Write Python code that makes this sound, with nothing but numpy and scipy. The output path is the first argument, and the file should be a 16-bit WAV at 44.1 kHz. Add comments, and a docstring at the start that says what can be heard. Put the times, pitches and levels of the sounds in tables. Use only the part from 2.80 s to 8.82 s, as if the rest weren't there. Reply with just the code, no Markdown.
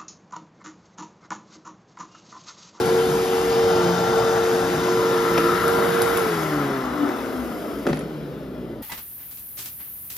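"""Vacuum cleaner on carpet, switched off and set aside

An upright vacuum cleaner is pushed over carpet in a small room, latched upright and switched off.
Whine and brush hum are sums of rotation-locked sines; the rushing air is noise shaped by duct resonances.
Tied by a belt, motor and brush roll coast down together. The machine is tipped back, wheeled aside
and set down; its plastic body clunks, snaps and rattles as decaying modes and noise bursts.
"""
import sys
import numpy as np
from scipy import signal
from scipy.fft import rfft, irfft
from scipy.io import wavfile
from scipy.ndimage import uniform_filter1d

SR = 44100
rng = np.random.default_rng(int(sys.argv[2]) if len(sys.argv) > 2 else 0)


def to_wav(sig):
    """Store sig (one row per channel, or 1-D mono) as 16-bit WAV at the path in sys.argv[1].

    Samples outside -1..1 are clipped; the rate is SR.
    """
    pcm = np.clip(np.atleast_2d(sig), -1, 1) * 32767
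    pcm = np.round(pcm).astype(np.int16)
    wavfile.write(sys.argv[1], SR, pcm.T)  # frames by channels


N = 265570
TIME = np.arange(N) / SR

SWITCH_OFF_S = 3.4
# handle raised upright
RAISE_MIDDLE_S, RAISE_TAKES_S = 2.34, .65
# tipped back on the wheels, brush clear of the carpet, then set down
TIP_S, SET_DOWN_S, TIP_TAKES_S = 4.18, 5.09, .14

# motor speed under power: time_s, turns_per_s
RUNNING = [(0, 457), (.6, 460.7), (1.2, 456), (2.4, 458.5), (3.05, 465), (3.38, 463)]
# push out over the carpet: time_s, reach (0 near - 1 far)
REACH = [(0, 0.43), (.4, 1), (.6, 1), (.8, 0.21), (1.45, 0.02), (1.8, 0.68), (2.2, 0.1)]
# low resonances the slowing tones glide through: centre_hz, width_hz, lift_db
HOUSING = [(248, 26, 10), (292, 30, 10)]


def gain_of(db):
    """Decibels to amplitude."""
    return 10 ** (np.asarray(db) / 20)


def evened(x):
    """Scales to rms 1."""
    return x / np.sqrt(np.mean(x ** 2) + 1e-20)


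def read(points, hz):
    """Spectrum table interpolated on a log-frequency axis."""
    f, value = np.transpose(points)
    return np.interp(np.log(hz + 1), np.log(f + 1), value)


def follow(rows, t):
    """Each column of a curve table at the times t."""
    s, *columns = np.transpose(rows)
    return np.array([np.interp(t, s, c) for c in columns])


def ramp(t, middle_s, takes_s):
    """A movement from 0 to 1."""
    return np.clip(.5 + (t - middle_s) / takes_s, 0, 1)


def swell(t, middle_s, half_s):
    """A movement from 0 to 1 and back."""
    return np.exp(-((t - middle_s) / half_s) ** 2)


def wander(hz, size=4096):
    """Slow random curve of rms 1, with little above the given rate."""
    t = np.linspace(0, N / SR, size)
    lowpass = 1 + (np.fft.rfftfreq(size, t[1]) / hz) ** 2
    slow = irfft(rfft(rng.standard_normal(size)) / lowpass)
    return evened(np.interp(TIME, t, slow))


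def coloured(x, spectrum):
    """Filters x by a spectrum table."""
    return irfft(rfft(x) * gain_of(read(spectrum, np.fft.rfftfreq(len(x), 1 / SR))), len(x))


def add(mix, s, sound):
    """Mixes a sound in at time s."""
    part = mix[round(s * SR):][:len(sound)]
    part += sound[:len(part)]


def lift_db(resonances, hz):
    """Summed lift that a set of resonances gives at hz."""
    return sum(lift / (1 + (2 * (hz - f) / width) ** 2) for f, width, lift in resonances)


def stereo_spread(hz):
    """Complex gain of the left and right channel at each frequency: the stereo spread."""
    # centre_hz, left_lead_rad
    spread_phase = [(50, 0), (520, .1), (860, 1.4), (1300, .15), (1800, .15), (3000, 1.2), (4000, .4),
                    (5150, .5), (5700, -1.3), (6500, -1.2), (7600, -2.9), (9400, -3.2), (10500, -4.3),
                    (12000, -5.6), (12500, -6.2)]
    # centre_hz, left_minus_right_db
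    spread_balance = [(60, 2.5), (120, 3), (200, 1.2), (290, .3), (360, -2.3), (460, 0), (700, 2.7),
                      (1300, 6.8), (2400, 4), (4400, 3.3), (8100, .3), (15000, 0)]
    half = gain_of(read(spread_balance, hz) / 2) * np.exp(.5j * read(spread_phase, hz))
    return np.array([half, 1 / half])


def tipped(t):
    """1 while the machine leans back on its wheels."""
    return ramp(t, TIP_S, TIP_TAKES_S) - ramp(t, SET_DOWN_S, TIP_TAKES_S)


def motor_hz(t):
    """Nearly steady under power; then fan (speed squared), bearings and carpet brake the motor."""
    fan_share_per_turn, bearing_hz_per_s, carpet_hz_per_s = .0013, 13.5, 20.5
    # set down again, the brush bites: lasting drag, and an extra at the landing
    landed_hz_per_s, landing_hz_per_s, landing_half_s = 29.5, 17.5, .08
    step_s = .005
    speed, hz = list(RUNNING), RUNNING[-1][1]
    times = np.arange(SWITCH_OFF_S, N / SR, step_s)
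    brush_drag = carpet_hz_per_s * (1 - ramp(times, TIP_S, TIP_TAKES_S))
    brush_drag += landed_hz_per_s * ramp(times, SET_DOWN_S, TIP_TAKES_S)
    brush_drag += landing_hz_per_s * swell(times, SET_DOWN_S, landing_half_s)
    for s, drag in zip(times, brush_drag):
        speed.append((s, hz))
        hz = hz - step_s * (fan_share_per_turn * hz ** 2 + bearing_hz_per_s + drag)
    return follow(speed, t)[0]


def halvings(t):
    """How many times the motor's speed has halved."""
    return np.log2(RUNNING[-1][1] / motor_hz(t))


def coasting_db(step_db, per_halving_db, step_s):
    """A tone's level steps as the power goes; it also follows the speed."""
    return step_db * np.clip((TIME - SWITCH_OFF_S) / step_s, 0, 1) + per_halving_db * halvings(TIME)


def partial(turns, hz, db, scatter, scatter_hz, place=1):
    """One line: a steady direct part plus reflections that shift as the machine moves."""
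    reflections = scatter * (wander(scatter_hz) + 1j * wander(scatter_hz))
    path = (1 + reflections) / np.sqrt(1 + 2 * scatter ** 2)
    tone = np.sqrt(2) * gain_of(db) * path * np.exp(2j * np.pi * (turns + rng.random()))
    return (place * stereo_spread(hz) * tone).real


def overtones(turns, hz, orders, scatter, scatter_hz):
    """Multiples of a rotation; levels follow motor speed and swell in the shaken housing panels."""
    # motor speeds at which the overtone levels are given: turns_per_s
    stages_hz = [460, 350, 265, 232, 160]
    # housing panels: centre_hz, width_hz, lift_db
    panels = [(690, 130, 9), (1370, 140, 7), (3650, 250, 3), (5050, 700, 9)]
    slowed, out = halvings(TIME), 0
    stage_halvings = np.log2(stages_hz[0] / np.array(stages_hz))
    for k, *stages_db in orders:
        db = np.interp(slowed, stage_halvings, stages_db) + lift_db(panels, k * hz)
        out = out + partial(k * turns, k * hz, db, scatter, scatter_hz)
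    return out


def motor(mains_hz=120, mains_db=-47, far_db=-8.5):
    """Unbalanced fan sounds once a turn; blades and commutator add high lines; powered windings hum."""
    # tone before coasting, housing and vent: time_s, level_db
    whine_level = [(0.0, -24.5), (0.18, -20.5), (0.52, -22), (0.86, -20), (1.18, -26), (1.42, -20),
                   (1.89, -26), (1.92, -31.5), (2.17, -22), (2.65, -23.5), (2.79, -31.5), (2.81, -24.5),
                   (3.42, -23.5)]
    # where the whine is heard as the body turns: time_s, left_minus_right_db, left_lead_rad
    whine_place = [(0, 1.7, 0.21), (.6, .6, 0.24), (1.3, -.7, 0.33), (1.7, 2.2, .19), (2, 2.4, 0.24),
                   (2.3, -1, -0.25), (2.75, -3.5, -0.23), (3, -5, -0.71), (3.35, -6, -0.97),
                   (3.6, 6, -0.036)]
    # overtones before panel lift; commutator near 22: multiple, level_db at each of the five stages
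    motor_orders = [(2, -57, -58, -42, -49, -51), (3, -43, -55, -61, -51, -59),
                    (4, -60, -54, -57, -62, -68), (5, -65, -60, -55, -59, -68),
                    (6, -68, -65, -61, -56, -67), (7, -70, -68, -67, -64, -67),
                    (8, -51, -64, -63, -69, -71), (9, -67, -67, -72, -72, -68),
                    (11, -62.5, -56, -68, -71, -73), (13, -66, -64, -61, -70, -76),
                    (16, -72, -69, -75, -73, -78), (20, -85, -85, -80, -80, -74),
                    (21, -85, -85, -77, -69.5, -73), (22, -58, -61, -72, -79, -70),
                    (23, -70, -75, -80, -67, -72), (25, -78, -74, -75, -80, -76),
                    (27, -67, -80, -80, -81, -74), (28, -80, -78, -76, -82, -81),
                    (29, -78, -74, -80, -83, -82), (33, -77, -78, -90, -82, -92),
                    (35, -85, -78, -88, -96, -80.5)]
    hz = motor_hz(TIME) * (1 + .0004 * wander(6))
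    turns = np.cumsum(hz) / SR
    db = follow(whine_level, TIME)[0] + lift_db(HOUSING, hz)
    db += coasting_db(step_db=-11, per_halving_db=-9, step_s=.4)
    db += 6 * swell(TIME, middle_s=4.24, half_s=.055)  # vent swings past
    pan_db, lead_rad = follow(whine_place, TIME)
    left = gain_of(pan_db / 2) * np.exp(.5j * lead_rad)
    whine = partial(turns, hz, db, scatter=.16, scatter_hz=8.6, place=np.array([left, 1 / left]))
    powered = np.clip((SWITCH_OFF_S - TIME) / .05, 0, 1)
    windings = partial(mains_hz * TIME, np.full(N, mains_hz), mains_db, scatter=.4, scatter_hz=6)
    reach_gain = gain_of(far_db * follow(REACH, TIME)[0])  # overtones fade as it is pushed out
    lines = overtones(turns, hz, motor_orders, scatter=.22, scatter_hz=3)
    return whine + powered * windings + reach_gain * lines


def brush(belt_ratio=.44, beat_level_db=-43, lifted_db=-8.5):
    """Belt-driven bristle rows beat the carpet; the pile drags them, and lets go when tipped."""
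    # belt slip with the brush on the carpet: time_s, share_of_speed_lost
    belt_slip = [(0, .09), (.45, .08), (1.45, .1), (2.3, .103), (3.3, .122), (3.8, .092), (4.2, .08),
                 (5.1, .05)]
    # brush digs into the pile: middle_s, half_length_s, extra_slip_share, beat_lift_db
    digs = [(1.11, .16, .033, 11), (1.92, .07, .018, 5), (2.34, .11, .003, 8), (2.61, .13, .04, 7)]
    # octave of the beat before coasting and resonances: time_s, level_db
    octave_level = [(0.0, -29), (0.04, -25.5), (0.83, -30), (0.96, -24), (1.14, -29), (1.16, -41),
                    (1.31, -27.5), (1.47, -34), (1.67, -28.5), (2.64, -25.5), (3.33, -35.5), (3.42, -30)]
    # floor resonance: centre_hz, width_hz, lift_db
    floor = [(148.7, 22, 9.8)]
    # overtones before panel lift: multiple, level_db at each of the five stages
    brush_orders = [(.5, -51, -60, -65, -70, -70), (3, -48, -35, -40, -41, -47),
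                    (4, -55, -47, -40, -43, -41), (5, -66, -60, -48, -45, -46),
                    (6, -58, -49, -59, -59, -45), (7, -55, -55, -57, -59, -53)]
    on_carpet = 1 - tipped(TIME)
    dig_slip, dig_db = sum(np.outer([slip, db], swell(TIME, s, half)) for s, half, slip, db in digs)
    slip = on_carpet * (follow(belt_slip, TIME)[0] + dig_slip)
    hz = belt_ratio * motor_hz(TIME) * (1 - slip) * (1 + .003 * wander(8))  # bristle rows per s
    turns = np.cumsum(hz) / SR
    beat_db = beat_level_db + dig_db + on_carpet * lift_db(floor, hz)
    beat_db += coasting_db(step_db=9.5, per_halving_db=-21.5, step_s=.12)
    octave_db = follow(octave_level, TIME)[0] + lift_db(HOUSING + floor, 2 * hz)
    octave_db += coasting_db(step_db=-3, per_halving_db=-10, step_s=.16)
    octave_db += lifted_db * (1 - on_carpet)
    beat = partial(turns, hz, beat_db, scatter=.18, scatter_hz=2.5)
    octave = partial(2 * turns, 2 * hz, octave_db, scatter=.21, scatter_hz=10.5)
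    return beat + octave + overtones(turns, hz, brush_orders, scatter=.35, scatter_hz=4)


def flow_db(t, hz):
    """The air noise follows the motor's speed and the way the machine is held."""
    # centre_hz, full_speed_db, per_halving_db, pushed_out_db, upright_db, tipped_db, swivel_db, set_down_db
    air_response = [ (108, 2, -7.5, -6.5, -4, -5, -4, 1.5), (312, -2.5, -4.5, 3, 4.5, 3, 1, -1.5),
                    (588, 0.5, -6.5, -8, -2.5, 3, -5, 4.5), (710, 6, -15, -6, -1.5, 3, 1.5, 4),
                    (1230, -.5, -17.5, -3.5, 5, 2.5, 5.5, 1), (2480, 1, -12, 1, 1.5, .5, 0, 0.5),
                    (5900, 4, -15, -2, -3.5, 1.5, -1, -0.5), (11600, -3, -11.5, 4.5, 6, 0.5, -5, -5),
                    (14800, -4, -10.5, -4.5, 3, 4.5, 0, 1)]
    swivel = swell(t, middle_s=4.13, half_s=.36)  # ducts pass the listener
    causes = [np.ones(len(t)), halvings(t), follow(REACH, t)[0], ramp(t, RAISE_MIDDLE_S, RAISE_TAKES_S),
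              tipped(t), swivel, ramp(t, SET_DOWN_S, TIP_TAKES_S)]
    bands, *responses = np.transpose(air_response)
    return sum(np.outer(cause, read(np.transpose([bands, db]), hz))
               for cause, db in zip(causes, responses))


def air(patchy_db=1.12, standing_db=1.5, flicker_db=.5):
    """Turbulence coloured by the ducts and by standing waves that drift as the machine moves."""
    # base spectrum of the rushing air: centre_hz, level_db_per_hz
    air_spectrum = [(30, -87), (75, -97), (125, -59), (200, -58), (280, -57.5), (450, -54.5), (800, -59.5),
                    (1500, -61.5), (2400, -73.5), (3500, -76), (6500, -73), (8000, -80), (10300, -79),
                    (12400, -77), (13400, -86.5), (15500, -92)]
    # housing, ducts and dust cup: centre_hz, width_hz, lift_db
    ducts = [(155, 23, 11.5), (247, 40, 4), (283, 25, -0.5), (610, 23, 4.5), (774, 53, 2.5), (995, 46, 2.5),
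             (1225, 43, 1), (2011, 30, 8.5), (3030, 460, 3), (3520, 680, 2.5), (4180, 310, -1),
             (5600, 260, -2.5), (6270, 2400, -3.5)]
    # exhaust duct singing in the air stream: centre_hz, width_hz, lift_db
    exhaust = [(1375, 70, 3.5), (3650, 130, 1.5), (5000, 200, 2), (5390, 200, 4), (5800, 450, -2.5),
               (7850, 600, 2.5), (8900, 1100, 3.5), (10200, 400, 3)]
    # wheels drumming on the floor as it is pulled back: centre_hz, width_hz, lift_db
    wheels = [(278, 58, 5.2), (141, 35, 2.1)]
    # vent facing the listener when upright, a nasal colour: centre_hz, width_hz, lift_db
    vent = [(800, 300, -2), (1310, 140, 4), (1600, 200, -2.5), (5350, 260, 2.5)]
    # likeness of the two channels: centre_hz, likeness (0-1)
    channel_likeness = [(60, .95), (150, .93), (400, .96), (700, .87), (1400, .82), (2800, .62),
                        (5000, .72), (7500, .9), (8800, .97), (10500, .92), (13000, .92)]
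    frames, hz = N // 256 + 5, np.fft.rfftfreq(1024, 1 / SR)
    t = np.arange(frames) * 256 / SR
    a, b, c, d, patches, standing = rng.standard_normal((6, frames, len(hz)))
    patches = uniform_filter1d(uniform_filter1d(patches, size=8, axis=0), size=8, axis=1)
    standing = uniform_filter1d(uniform_filter1d(standing, size=110, axis=0), size=2, axis=1)
    field_db = read(air_spectrum, hz) + flow_db(t, hz) + lift_db(ducts + exhaust, hz)
    field_db += np.outer(swell(t, middle_s=1.79, half_s=.29), lift_db(wheels, hz))
    field_db += np.outer(ramp(t, RAISE_MIDDLE_S, RAISE_TAKES_S), lift_db(vent, hz))
    field_db += patchy_db * evened(patches) + standing_db * evened(standing)
    field_db += flicker_db * rng.standard_normal((frames, 1))
    same = np.clip(read(channel_likeness, hz), 0, 1)
    left = a + 1j * b
    right = same * left + np.sqrt(1 - same ** 2) * (c + 1j * d)
    z = np.array([left, right]) * stereo_spread(hz)[:, None] * gain_of(field_db)
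    per_bin = np.sqrt(1.5 * hz[1])  # level per Hz to level per bin
    noise = signal.istft(z, nperseg=1024, noverlap=768, time_axis=1, freq_axis=2)[1]
    return per_bin * noise[:, :N]


def blows(crack_t60_s=.029, tick_t60_s=.036, contact_s=.0002):
    """Each blow rings the plastic body under a short crack and a bright tick."""
    # start_s, thud_db, crack_db, tick_db
    blow_rows = [(.057, -53, -43, -28), (2.573, -27, -22, -40), (2.578, -22, -19, -31),
                 (2.583, -19, -18, -31), (2.879, -50, -43, -24), (3.2185, -40, -28, -18),
                 (3.372, -32, -27, -19.5), (4.219, -29, -28, -54), (4.263, -23, -29, -52),
                 (4.289, -18, -22, -50), (5.053, -20, -42, -56), (5.067, -11.5, -16, -39),
                 (5.072, -17, -20, -46), (5.087, -17, -29, -43), (5.091, -19, -25, -48),
                 (5.096, -22, -23.5, -45), (5.103, -27, -25, -43), (5.13, -16, -16, -47),
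                 (5.143, -35, -38, -41), (5.157, -35, -34, -41), (5.171, -25, -25, -42),
                 (5.191, -29, -40, -34), (5.209, -23, -30, -50), (5.219, -33, -37, -50)]
    # body modes before random detuning: pitch_hz, relative_db, t60_s
    body_modes = [(158, 0.5, 0.042), (228.8, -3.5, 0.7), (287, 9, 0.16), (335, 10, 0.092),
                  (410, 8.5, 0.053), (569, 6, 0.063), (752, 3, 0.033), (1280, -4, 0.065), (1950, -4, 0.026),
                  (2680, -19, 0.047)]
    # centre_hz, relative_db
    crack_spectrum = [(50, -5), (220, 25.5), (700, 14), (1500, 11), (2800, -1.5), (4200, -4), (7000, -7.5),
                      (12000, -27)]
    # centre_hz, relative_db
    tick_spectrum = [(500, -12), (6000, -5.5), (9000, -1), (11000, 8.5), (13000, -27), (16000, -29)]
    t, out = np.arange(SR // 4) / SR, np.zeros(N)
    for s, thud_db, crack_db, tick_db in blow_rows:
        thud = np.zeros(len(t))
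        for k, (hz, db, t60_s) in enumerate(body_modes):
            mode = np.sin(2 * np.pi * hz * rng.uniform(.94, 1.03) * t)
            thud += gain_of(db - 60 * t / t60_s) * mode * (-1) ** k
        crack = evened(coloured(rng.standard_normal(len(t)), crack_spectrum))
        crack *= gain_of(crack_db - 60 * t / crack_t60_s)
        tick = evened(coloured(rng.standard_normal(len(t)), tick_spectrum))
        tick *= gain_of(tick_db - 60 * t / tick_t60_s)
        onset = 1 - np.exp(-t / contact_s)
        add(out, s, gain_of(thud_db) * thud / abs(thud).max() + (crack + tick) * onset)
    return out


def rattles(clicks_per_s=450, click_s=.0012):
    """Dust cup, wand and clips chatter in their seats: a dense, dying shower of tiny uneven clicks."""
    # chatter after a jolt: start_s, start_level_db, t60_s
    rattle_rows = [(2.574, -25, .09), (4.275, -35, .2), (5.067, -27, .08), (5.088, -31, .11),
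                   (5.132, -37, .2)]
    # centre_hz, relative_db
    rattle_spectrum = [(150, -20), (500, 10), (1300, 3), (2400, -3), (4000, -12), (7000, -15), (11000, -25),
                       (15000, -32)]
    t, out = np.arange(SR // 2) / SR, np.zeros(N)
    for s, db, t60_s in rattle_rows:
        clicks = (rng.random(len(t)) < clicks_per_s / SR) * rng.uniform(.3, 1, len(t))
        envelope = signal.lfilter([1], [1, -np.exp(-1 / (click_s * SR))], clicks)
        puffs = envelope * rng.standard_normal(len(t))
        add(out, s, evened(coloured(puffs, rattle_spectrum)) * gain_of(db - 60 * t / t60_s))
    return out


def snaps(t60_s=.014, width_share=.58):
    """Small plastic catches spring into place, each ringing briefly around its own pitch."""
    # handle latch and switch: start_s, pitch_hz, level_db
    snap_rows = [(2.577, 2300, -23), (2.579, 4100, -21.5), (2.88, 11500, -28), (3.2185, 4600, -26),
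                 (3.222, 11100, -25), (3.373, 4200, -29), (3.374, 12500, -24.5)]
    t, out = np.arange(SR // 8) / SR, np.zeros(N)
    f = np.fft.rfftfreq(len(t), 1 / SR)
    for s, hz, db in snap_rows:
        resonance = 1 / (1 + (2 * (f - hz) / (width_share * hz)) ** 2)
        ring = irfft(rfft(rng.standard_normal(len(t))) * resonance, len(t))
        add(out, s, evened(ring) * gain_of(db - 60 * t / t60_s))
    return out


def bumps(rise_s=.0025):
    """The wheels thump the floor through the carpet: soft-edged decaying sines."""
    # start_s, pitch_hz, level_db, t60_s
    bump_rows = [(0.289, 151.4, -24, 0.44), (1.942, 152, -25, 0.52), (5.095, 48, -31, .2),
                 (5.107, 151.3, -20, 0.34)]
    t, out = np.arange(SR // 2) / SR, np.zeros(N)
    for s, hz, db, t60_s in bump_rows:
        envelope = gain_of(db - 60 * t / t60_s) * (1 - np.exp(-t / rise_s))
        add(out, s, envelope * np.sin(2 * np.pi * hz * t))
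    return out


def room(x):
    """A short carpeted tail of decaying noise, different in each channel; t60 varies with frequency."""
    # centre_hz, t60_s
    room_decay = [(100, 0.045), (500, 0.072), (3000, 0.57), (14000, 0.052)]
    hz, t, z = signal.stft(rng.standard_normal((2, SR // 2)), SR, nperseg=256)
    decay = gain_of(-60 * t / read(room_decay, hz)[:, None]) * (t > .004)
    tail = signal.istft(z * decay, SR, nperseg=256)[1]
    return signal.fftconvolve(x[None], tail / np.linalg.norm(tail[0]), axes=1)[:, :N]


def room_hum(hz=60.5, db=-48):
    """A low wavering drone in the house: one sine with strong random scatter."""
    return partial(hz * TIME, hz * np.ones(N), db, scatter=1.1, scatter_hz=9)


def scene():
    """The running machine, its knocks and the room."""
    knocks = blows() + rattles() + snaps() + bumps()
    direct = irfft(rfft(knocks) * stereo_spread(np.fft.rfftfreq(N, 1 / SR)), N)
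    return motor() + brush() + air() + room_hum() + direct + gain_of(-9) * room(knocks)


def record(dry):
    """The recorder sheds the deepest bass and stops at its band limit."""
    lean = signal.sosfilt(signal.butter(3, 42, "high", fs=SR, output="sos"), dry)
    band_limit = signal.firwin(511, 15700, window=("kaiser", 9), fs=SR)
    return signal.oaconvolve(lean, band_limit[None], "same")


dry = scene()
out = record(dry)
to_wav(out)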